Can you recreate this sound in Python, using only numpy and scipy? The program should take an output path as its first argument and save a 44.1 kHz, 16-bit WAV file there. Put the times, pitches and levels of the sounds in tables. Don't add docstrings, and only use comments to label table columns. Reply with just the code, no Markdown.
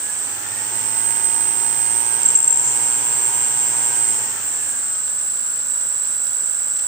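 import sys
import numpy as np
from scipy import signal
from scipy.fft import rfft, irfft, next_fast_len
from scipy.io import wavfile
from scipy.ndimage import uniform_filter1d

SR = 44100
rng = np.random.default_rng(int(sys.argv[2]) if len(sys.argv) > 2 else 0)


def put_to_file(sound):
    columns = np.atleast_2d(sound).T
    safe = np.clip(columns, -1, 1)
    whole_steps = np.round(safe * 32767)
    wavfile.write(sys.argv[1], SR, whole_steps.astype(np.int16))


N = 302967
TIME = np.arange(N) / SR


def from_db(db):
    return 10 ** (np.asarray(db) / 20)


def unit_rms(x):
    return x / np.sqrt(np.mean(np.abs(x) ** 2) + 1e-20)


def in_time(curve):
    return np.interp(TIME, *np.transpose(curve))


def at_hz(curve, hz):
    curve = np.array(curve)
    return np.interp(np.log(hz + 1), np.log(curve[:, 0]), curve[:, 1])


def pan(lean_db):
    ratio = from_db(np.atleast_1d(lean_db))
    return np.array([ratio, np.ones_like(ratio)]) * np.sqrt(2 / (1 + ratio ** 2))


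def drift(rate_hz):
    hop, settle = 40, 2000
    r = np.exp(-2 * np.pi * hop * rate_hz / SR)
    white = rng.standard_normal(N // hop + settle + 2)
    slow = signal.lfilter([1], [1, -2 * r, r * r], white)[settle:]
    return np.interp(np.arange(N) / hop, np.arange(len(slow)), unit_rms(slow))


def resonance(x, hz, width_hz):
    r = np.exp(-np.pi * width_hz / SR)
    poles = [1, -2 * r * np.cos(2 * np.pi * hz / SR), r * r]
    return signal.lfilter(np.array([1, 0, -1]) * (1 - r * r) / 2, poles, x)


def steep_resonance(x, hz, width_hz):
    return resonance(resonance(x, hz, width_hz), hz, width_hz)


def phase(hz):
    return 2 * np.pi * np.cumsum(hz) / SR


def cogging(angle, orders, gains, size=8192):
    weights = np.zeros((2, size), complex)
    weights[:, np.array(orders)] = gains * np.exp(2j * np.pi * rng.random((2, len(orders))))
    one_turn = np.sqrt(2) * size * np.fft.ifft(weights)
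    return one_turn[:, (angle / (2 * np.pi) * size).astype(int) % size]


def uneven_cogging(angle, max_order):
    return cogging(angle, np.arange(-max_order, max_order), rng.rayleigh(1, 2 * max_order))


# time_s, throttle_fraction
THROTTLE = [(0, .39), (.12, .405), (.3, .55), (.77, .805), (1.06, .858), (1.75, .855), (1.92, .92),
            (2.2, .995), (3.03, 1.005), (3.8, 1), (3.96, .96), (4.28, .72), (4.5, .485), (4.79, .33),
            (5.09, .105), (5.42, .005), (6.87, -.005)]
THROTTLE_POINTS = (0, .4, .86, 1)


def by_throttle(values):
    return np.interp(in_time(THROTTLE), THROTTLE_POINTS, values)


# time_s, offset_rps
FAST_WANDER = [(0, 1), (.4, 0), (.85, -1.9), (1, -.5), (1.13, -.1), (1.3, -1.2), (1.45, .6), (1.6, .9),
               (1.75, -.1), (1.95, -.8), (2.15, -.2), (2.92, 0), (3.03, .7), (3.4, .05), (3.8, .1),
               (4.12, -1.6), (4.55, -1), (5.2, 0)]
# time_s, offset_rps
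HUNTING_WANDER = [(.55, .5), (.85, -.7), (1.1, 1), (1.3, -.7), (1.5, 1.6), (1.74, 3), (2.2, 0), (3.75, -.2),
                  (4.05, .9), (4.5, 0), (5.45, 0), (6.1, 1.7), (6.62, -2.3), (6.87, -.2)]
CATCH_S, SPIN_UP_S = 2.59, .11


def rotor_speeds_rps():
    loud = by_throttle((27.1, 40, 54.85, 59.35))
    fast = by_throttle((40.2, 52.8, 66.5, 70.1)) + in_time(FAST_WANDER)
    hunting = by_throttle((31.3, 44.3, 59.6, 63)) + in_time(HUNTING_WANDER)
    spin_up = np.interp(TIME, (CATCH_S, CATCH_S + SPIN_UP_S), (1 / 3, 1))
    late = by_throttle((8, 16.5, 28.5, 31.22)) * spin_up
    return loud, fast, hunting, late


# freq_hz, correlation
EAR_CORRELATION = [(60, 0.4), (300, 0.92), (600, 0.46), (1200, -0.0069), (2500, -0.16), (8000, 0.077)]
# freq_hz, lean_db
EAR_LEAN = [(100, -1), (280, -2.5), (550, -2), (1000, 3), (2200, 5.5), (5000, 5), (7300, 14.5),
            (8400, -5.5), (14000, -3)]


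def noise(spectrum):
    size = next_fast_len(N)
    hz = np.arange(size // 2 + 1) * SR / size
    mid, side = rfft(rng.standard_normal((2, size)))
    alike = np.clip(at_hz(EAR_CORRELATION, hz), -1, 1)
    ears = np.sqrt(1 + alike) * mid + np.sqrt(1 - alike) * side * [[1], [-1]]
    in_band = (hz > spectrum[0][0]) & (hz < spectrum[-1][0])
    colour = in_band * from_db(at_hz(spectrum, hz)) * pan(at_hz(EAR_LEAN, hz))
    return unit_rms(irfft(ears * colour, size)[:, :N])


# freq_hz, density_db
WASH_SPECTRUM = [(21, -63.5), (35, -20.5), (55, -14.5), (86, -16), (119, -6), (166, -13.5), (269, -8),
                 (475, -2.5), (605, -8), (938, -4), (1120, -5.5), (3060, -4), (4070, -13.5), (5540, -7.5),
                 (6600, -3), (8580, -43), (14500, -120)]
# freq_hz, density_db
HISS_SPECTRUM = [(30, -34.5), (60, -27.5), (100, -1), (170, -9.5), (280, -6), (400, -10.5), (480, -9.5),
                 (620, -4), (900, -5.5), (1500, 1.5), (2200, -9.5), (3200, -8), (5000, -6.5), (7000, -3)]
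# freq_hz, density_db
RASP_SPECTRUM = [(6300, -17.5), (6700, -18.5), (7000, -23), (7350, -1.5), (7700, -9.5), (8200, -2.5),
                 (8600, -2), (9000, -14.5), (9400, -70.5)]
# freq_hz, density_db
SIZZLE_SPECTRUM = [(12300, -19.5), (13800, -8), (14400, 1), (15000, -4.5), (15400, -7.5), (15600, -2)]


def noise_bed():
    wash = noise(WASH_SPECTRUM)
    wash += from_db(-9) * unit_rms(resonance(noise(WASH_SPECTRUM), hz=890, width_hz=130))
    wash *= from_db(by_throttle((-49, -39.5, -34.5, -33.3)))
    rasp = from_db(by_throttle((-43, -39, -39, -37.5))) * noise(RASP_SPECTRUM)
    sizzle = from_db(by_throttle((-51.5, -45, -42, -43))) * noise(SIZZLE_SPECTRUM)
    hiss = from_db(-39.5) * noise(HISS_SPECTRUM)
    return wash + hiss + rasp + sizzle


# freq_hz, density_db
SCRAPE_SPECTRUM = [(2200, -14), (5400, -13), (6050, 6), (6500, -10), (7200, -5.5)]


def bearing_scrape(rps, levels_db=(-46, -49, -56, -58), sharpness=1.1, uneven_db=2):
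    strokes = unit_rms(np.exp(sharpness * np.cos(phase(rps))) * from_db(uneven_db * drift(14)))
    return from_db(by_throttle(levels_db)) * strokes * noise(SCRAPE_SPECTRUM) * pan(-2.5)


# start_s, level_db
TICKS = [(4.95, -33), (5.078, -35), (5.603, -37), (6.045, -37), (6.061, -36), (6.126, -37), (6.146, -39),
         (6.268, -34), (6.763, -35), (6.792, -32)]
# freq_hz, density_db
TICK_SPECTRUM = [(1800, -5.5), (3000, 4.5), (4800, 4), (6100, 6.5), (7500, -8.5)]


def loose_parts(decay_s=0.0067):
    blows = np.zeros(N)
    for start_s, level_db in TICKS:
        blows[int(start_s * SR)] = from_db(level_db)
    decays = signal.lfilter([1], [1, -np.exp(-1 / (decay_s * SR))], blows)
    return uniform_filter1d(decays, size=130) * noise(TICK_SPECTRUM) * pan(3)


def hum(rps, orders, levels_db, steepness, flutter_db=1.5):
    angle, out = phase(rps + 0.084 * drift(12.7)), 0
    for order, level_db in zip(orders, levels_db):
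        line = np.sqrt(2) * np.sin(order * angle + rng.uniform(0, 2 * np.pi))
        gain = from_db(level_db + flutter_db * drift(3.7))
        out = out + line * gain * pan(at_hz(EAR_LEAN, order * rps.max()))
    return out * (rps / rps.max()) ** steepness


# freq_hz, width_hz, gain_db
DESK_MODES = [(104, 12, -4), (259, 6.7, 1.5)]


def rotors_on_desk(loud, fast, hunting):
    blade_orders, rub_orders = (1, 2, 4, 6), (2, 6)
    rotors = hum(fast, blade_orders, levels_db=(-64, -59, -55, -57.5), steepness=2.7)
    rotors += hum(loud, blade_orders, levels_db=(-68, -63.5, -60.5, -63.5), steepness=2.1)
    rotors += hum(hunting, rub_orders, levels_db=(-50.5, -55.5), steepness=3.2)
    boom = sum(from_db(db) * resonance(rotors, hz, width_hz) for hz, width_hz, db in DESK_MODES)
    return rotors + boom


MAGNET_ORDERS = (12, 13, 14, 15)
MAGNET_DB = (-47, -45.5, -43.5, -51)


def frame_ring(rps, flutter_db=1.2):
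    pull = hum(rps, MAGNET_ORDERS, MAGNET_DB, steepness=2.7)
    pull *= unit_rms(from_db(flutter_db * drift(22)))
    body = resonance(pull, hz=906, width_hz=150)
    return body + from_db(-1) * resonance(body, hz=946, width_hz=22)


def bell_whirr(rps, level_db, steepness):
    angle = phase(rps + .35 * drift(24.6))
    ripple = np.real(uneven_cogging(angle, max_order=60)) * (rps / rps.max()) ** steepness
    return from_db(level_db) * steep_resonance(ripple, hz=1570, width_hz=450) * pan(0.61)


# order, level_db, bell_hz, width_hz
LOUD_BELL = [(27, -41.5, 1576, 35), (35, -47, 1600, 90), (37, -50.5, 1980, 420), (42, -45, 1620, 230)]
HUNTING_BELL = [(34, -47, 1830, 170)]
FAST_BELL = [(11, -47.5, 772, 45), (23, -47.5, 1340, 140), (28, -50, 1340, 190)]


def bell_tones(rps, rows, flutter_db=3):
    out = 0
    for order, level_db, bell_hz, width_hz in rows:
        line = hum(rps, (order,), (level_db,), steepness=0)
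        line *= unit_rms(from_db(flutter_db * drift(35)))
        out = out + steep_resonance(line, bell_hz, width_hz)
    return out


BUZZ_ORDERS = (12, 13, 24, 35, 40)
BUZZ_DB = (-58.5, -66.5, -60.5, -51.5, -56.5)


def slot_buzz(rps, fade_power=4.9):
    return hum(rps, BUZZ_ORDERS, BUZZ_DB, steepness=0) * (rps.min() / rps) ** fade_power


STEPS_PER_TURN = 42


def commutation(rps, level_db, steepness=4.1, flutter_db=4):
    line = np.sqrt(2) * np.sin(phase(2 * STEPS_PER_TURN * rps))
    gain = from_db(level_db + flutter_db * drift(7.9)) * (rps / rps.max()) ** steepness
    return line * gain * pan(3)


def arm_whistle(rps, switching_hz, level_db, hz, width_hz):
    line = np.sqrt(2) * np.sin(phase(switching_hz - STEPS_PER_TURN * rps))
    return from_db(level_db) * steep_resonance(line, hz, width_hz)


def overtone(rps, switching_hz, level_db, order, steepness=1.3):
    line = np.sin(phase(2 * switching_hz + order * rps) + rng.uniform(0, 2 * np.pi, (2, 1)))
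    return line * from_db(level_db + 2.5 * drift(12)) * (rps / rps.max()) ** steepness


# freq_hz, density_db
CATCH_SPECTRUM = [(5500, -22), (6500, -18.5), (7300, 2.5), (7800, -12), (8300, -24)]


def catch_rasp(level_db=-22, delay_s=0.079, half_length_s=0.07, sputter_db=4):
    sputter = unit_rms(from_db(sputter_db * np.clip(drift(160), -2, 2)))
    envelope = np.exp(-((TIME - CATCH_S - delay_s) / half_length_s) ** 4)
    return from_db(level_db) * envelope * sputter * noise(CATCH_SPECTRUM) * pan(-4)


def room(x, level_db=-12, t60_s=0.5):
    tail = rng.standard_normal((2, SR // 2)) * from_db(-60 * TIME[:SR // 2] / t60_s)
    tail /= np.sqrt(np.sum(tail ** 2, axis=1, keepdims=True))
    return x + from_db(level_db) * signal.fftconvolve(x, tail, axes=1)[:, :N]


# centre_s, level_db, length_s, lean_db
KICKS = [(2.2197, -19, .003, -14), (2.2328, -10, 0.0033, -8), (2.261, -7.5, .0116, -2),
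         (2.2886, -8.5, .0043, -1), (2.294, -17, 0.0044, -6), (2.305, -7, .0022, 6),
         (2.3105, -13, .005, -4), (2.3586, -3.5, .0114, 2), (2.3747, -8, .0045, 8), (2.378, -12, .003, -4),
         (2.39, -7, .0037, -1), (2.404, -7, 0.0042, 7), (2.429, -6.5, .0039, 19),
         (2.4447, -4.5, 0.0039, 13), (2.48, -4, .0073, -2), (2.508, -6, 0.01, 8), (2.5278, -5, 0.0056, 12),
         (2.544, -11, .0077, 8), (2.5597, -8.5, 0.0037, 2), (2.574, -5, 0.0034, 12),
         (2.595, -16, .0044, -2.5), (2.598, -12, 0.0042, 3)]


def stutter(pitch_hz=7535, spread_hz=30, droop_hz=22, swell_db=3, octave_db=-27, ear_phase_rad=1.95):
    out, rough_db = np.zeros((2, N)), 0.7 * drift(250)
    pitches_hz = rng.normal(pitch_hz, spread_hz, len(KICKS))
    for (centre_s, level_db, length_s, lean_db), hz in zip(KICKS, pitches_hz):
        near = np.abs(TIME - centre_s) < 2 * length_s
        age = (TIME[near] - centre_s) / length_s
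        window = .5 ** np.abs(2 * age) ** 3
        envelope = from_db(level_db + swell_db * age + rough_db[near]) * window
        angle = phase(hz - droop_hz * age) + ear_phase_rad * np.array([[0], [1]])
        chirp = envelope * np.sin(angle) + from_db(octave_db) * envelope ** 2 * np.sin(2 * angle)
        out[:, near] += np.sqrt(2) * chirp * pan(lean_db)
    return np.tanh(room(out))


def late_start(surge_db=3.5, surge_s=0.13, fade_in_s=.02):
    age_s = TIME - CATCH_S
    powered = np.clip(age_s / fade_in_s + 1, 0, 1)
    return powered * from_db(surge_db * np.exp(-(age_s / surge_s) ** 2))


# centre_hz, width_hz, lift_db
HOUSING_MODES = [(8147, 22, 9), (8275, 22, 7.5)]


def housing_lift_db(hz):
    return sum(lift_db * np.exp(-.5 * ((hz - centre_hz) / width_hz) ** 2)
               for centre_hz, width_hz, lift_db in HOUSING_MODES)


def throttle_dip_db(centre=0.617, width=0.044, depth_db=5):
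    return depth_db * np.exp(-.5 * ((in_time(THROTTLE) - centre) / width) ** 2)


LOUD_HZ, FAST_HZ, HUNTING_HZ, LATE_HZ = 7585, 7641, 7600.5, 7596
LOUD_ORDERS, FAST_ORDERS = (10, 12, 14, 0, 8), (14, 12, 10, 0)
HUNTING_ORDERS, LATE_ORDERS = (14, 0), (-14, -10, -4, 0, 4, 14)
# idle_db, low_db, high_db, full_db (left ear, then right)
LOUD_DB = [(-44, -40.5, -34.5, -32, -30.5, -27, -23.5, -26), (-41, -45.5, -47, -44, -27, -35, -26, -25.5),
           (-51, -48, -34, -36, -24, -41, -32, -27), (-44.5, -39, -38, -42, -45, -34, -28, -38),
           (-46, -42.5, -47, -49.5, -34, -40.5, -34.5, -48)]
FAST_DB = [(-44.5, -33.5, -41.5, -47, -40, -26, -37.5, -31),
           (-46, -47.5, -52.5, -53, -37.5, -39, -45.5, -53.5),
           (-38, -42.5, -48.5, -46, -28.5, -35.5, -36.5, -41),
           (-35, -43.5, -36.5, -34, -35, -41.5, -46, -44)]
HUNTING_DB = [(-27, -32, -44.5, -48.5, -28.5, -38, -39, -53.5),
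              (-47, -44.5, -47.5, -41.5, -43, -42.5, -43.5, -28)]
LATE_DB = [(-34.5, -35.5, -37.5, -35, -41, -37, -46, -52), (-43, -40, -35.5, -48, -39.5, -37.5, -42, -43),
           (-40, -35, -34.5, -29.5, -49.5, -32, -31, -31), (-41.5, -36, -25.5, -26, -42.5, -37.5, -35, -26),
           (-41, -42.5, -33.5, -33.5, -35.5, -38.5, -35, -29.5),
           (-43.5, -39.5, -36, -39, -40, -38, -36, -30.5)]
FAINT_ORDERS = (-42, -28, -16, -14, -12, -10, -7, -2, 8, 16)
LOUD_FAINT_DB = (-53.5, -67.5, -51.5, -41.5, -59, -56.5, -56.5, -51.5, -50, -43.5)
FAST_FAINT_DB = (-58.5, -62, -58, -51.5, -56.5, -54.5, -56, -56.5, -48, -62)
HUNTING_FAINT_DB = (-62, -63.5, -63.5, -47, -61, -58.5, -59.5, -48, -55, -46.5)
LATE_FAINT_DB = (-45.5, -48, -51, -57, -50, -50.5, -51, -37.5, -45, -47.5)


def whine(rps, switching_hz, orders, strong_db, faint_db, housing_share, comb_db, faint_lean_db,
          octave_db, jitter_rps, flutter_db=2.02, sway_db=0.75):
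    unsteadiness = (rps.max() / rps) ** .5
    angle = phase(rps + jitter_rps * drift(23.9) * unsteadiness)
    carrier = phase(switching_hz + 1.487 * drift(7.7))
    strong, dip_db = 0, throttle_dip_db()
    for order, row_db in zip(orders, strong_db):
        line_angle = carrier + order * angle + rng.uniform(0, 2 * np.pi)
        ear_phase_rad = rng.choice([-1, 1]) * np.array([[0], [1]])
        line = np.sqrt(2) * np.sin(line_angle + ear_phase_rad)
        ears_db = np.array([by_throttle(ear) for ear in np.reshape(row_db, (2, -1))])
        level_db = ears_db + housing_share * housing_lift_db(switching_hz + order * rps) - dip_db
        strong = strong + line * from_db(level_db + flutter_db * drift(21.5) + sway_db * drift(1.4))
    tone = np.exp(1j * carrier)
    comb = np.real(uneven_cogging(angle, max_order=40) * tone)
    stator_ring = from_db(comb_db) * steep_resonance(comb, hz=7600, width_hz=1100)
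    faint = np.real(cogging(angle, FAINT_ORDERS, from_db(faint_db)) * tone) + stator_ring
    faint = signal.sosfilt(signal.butter(8, 8800, fs=SR, output="sos"), faint)
    octave = np.real(uneven_cogging(angle, max_order=8) * tone ** 2)
    return strong + faint * pan(faint_lean_db) + from_db(octave_db) * octave


def scene():
    loud, fast, hunting, late = rotor_speeds_rps()
    motors = whine(loud, LOUD_HZ, LOUD_ORDERS, LOUD_DB, LOUD_FAINT_DB, housing_share=0.88,
                   comb_db=-74, faint_lean_db=7, octave_db=-66, jitter_rps=0.049)
    motors += whine(fast, FAST_HZ, FAST_ORDERS, FAST_DB, FAST_FAINT_DB, housing_share=0.69,
                    comb_db=-70, faint_lean_db=3, octave_db=-62.5, jitter_rps=0.11)
    motors += whine(hunting, HUNTING_HZ, HUNTING_ORDERS, HUNTING_DB, HUNTING_FAINT_DB,
                    housing_share=0.54, comb_db=-77, faint_lean_db=2.5, octave_db=-63, jitter_rps=0.1567)
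    motors += whine(late, LATE_HZ, LATE_ORDERS, LATE_DB, LATE_FAINT_DB, housing_share=0,
                    comb_db=-54, faint_lean_db=-4, octave_db=-70.5, jitter_rps=0.102) * late_start()
    body = rotors_on_desk(loud, fast, hunting)
    body += bell_whirr(fast, level_db=-54.5, steepness=2.46)
    body += bell_whirr(loud, level_db=-67, steepness=1)
    body += bell_tones(loud, LOUD_BELL) + bell_tones(hunting, HUNTING_BELL) + bell_tones(fast, FAST_BELL)
    body += slot_buzz(fast)
    whistles = commutation(fast, level_db=-51, steepness=9, flutter_db=2)
    whistles += commutation(hunting, level_db=-58.5) + commutation(loud, level_db=-67)
    whistles += arm_whistle(hunting, HUNTING_HZ, level_db=-57, hz=5300, width_hz=380)
    whistles += arm_whistle(loud, LOUD_HZ, level_db=-50, hz=5470, width_hz=600)
    whistles += overtone(hunting, HUNTING_HZ, level_db=-48.5, order=-14, steepness=3)
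    whistles += overtone(loud, LOUD_HZ, level_db=-44, order=-4)
    whistles += overtone(loud, LOUD_HZ, level_db=-38, order=4)
    body += frame_ring(fast)
    starting = stutter() + catch_rasp()
    background = bearing_scrape(hunting) + loose_parts() + noise_bed()
    return background + body + whistles + starting + motors


def gain_control(x, threshold_db=-8.5, window_s=0.0094, attack_s=0.0053, release_db_per_s=10):
    power = uniform_filter1d(np.mean(x ** 2, axis=0), int(window_s * SR))
    over_db = np.maximum(10 * np.log10(np.abs(power) + 1e-12) - threshold_db, 0)
    held_db = np.maximum.accumulate(over_db + release_db_per_s * TIME) - release_db_per_s * TIME
    r = np.exp(-1 / (attack_s * SR))
    return x * from_db(-signal.lfilter([1 - r], [1, -r], held_db))


def record(dry):
    cutoff_hz = 15520
    return signal.sosfilt(signal.ellip(12, .1, 90, cutoff_hz, fs=SR, output="sos"), gain_control(dry))


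dry = scene()
out = record(dry)
put_to_file(out)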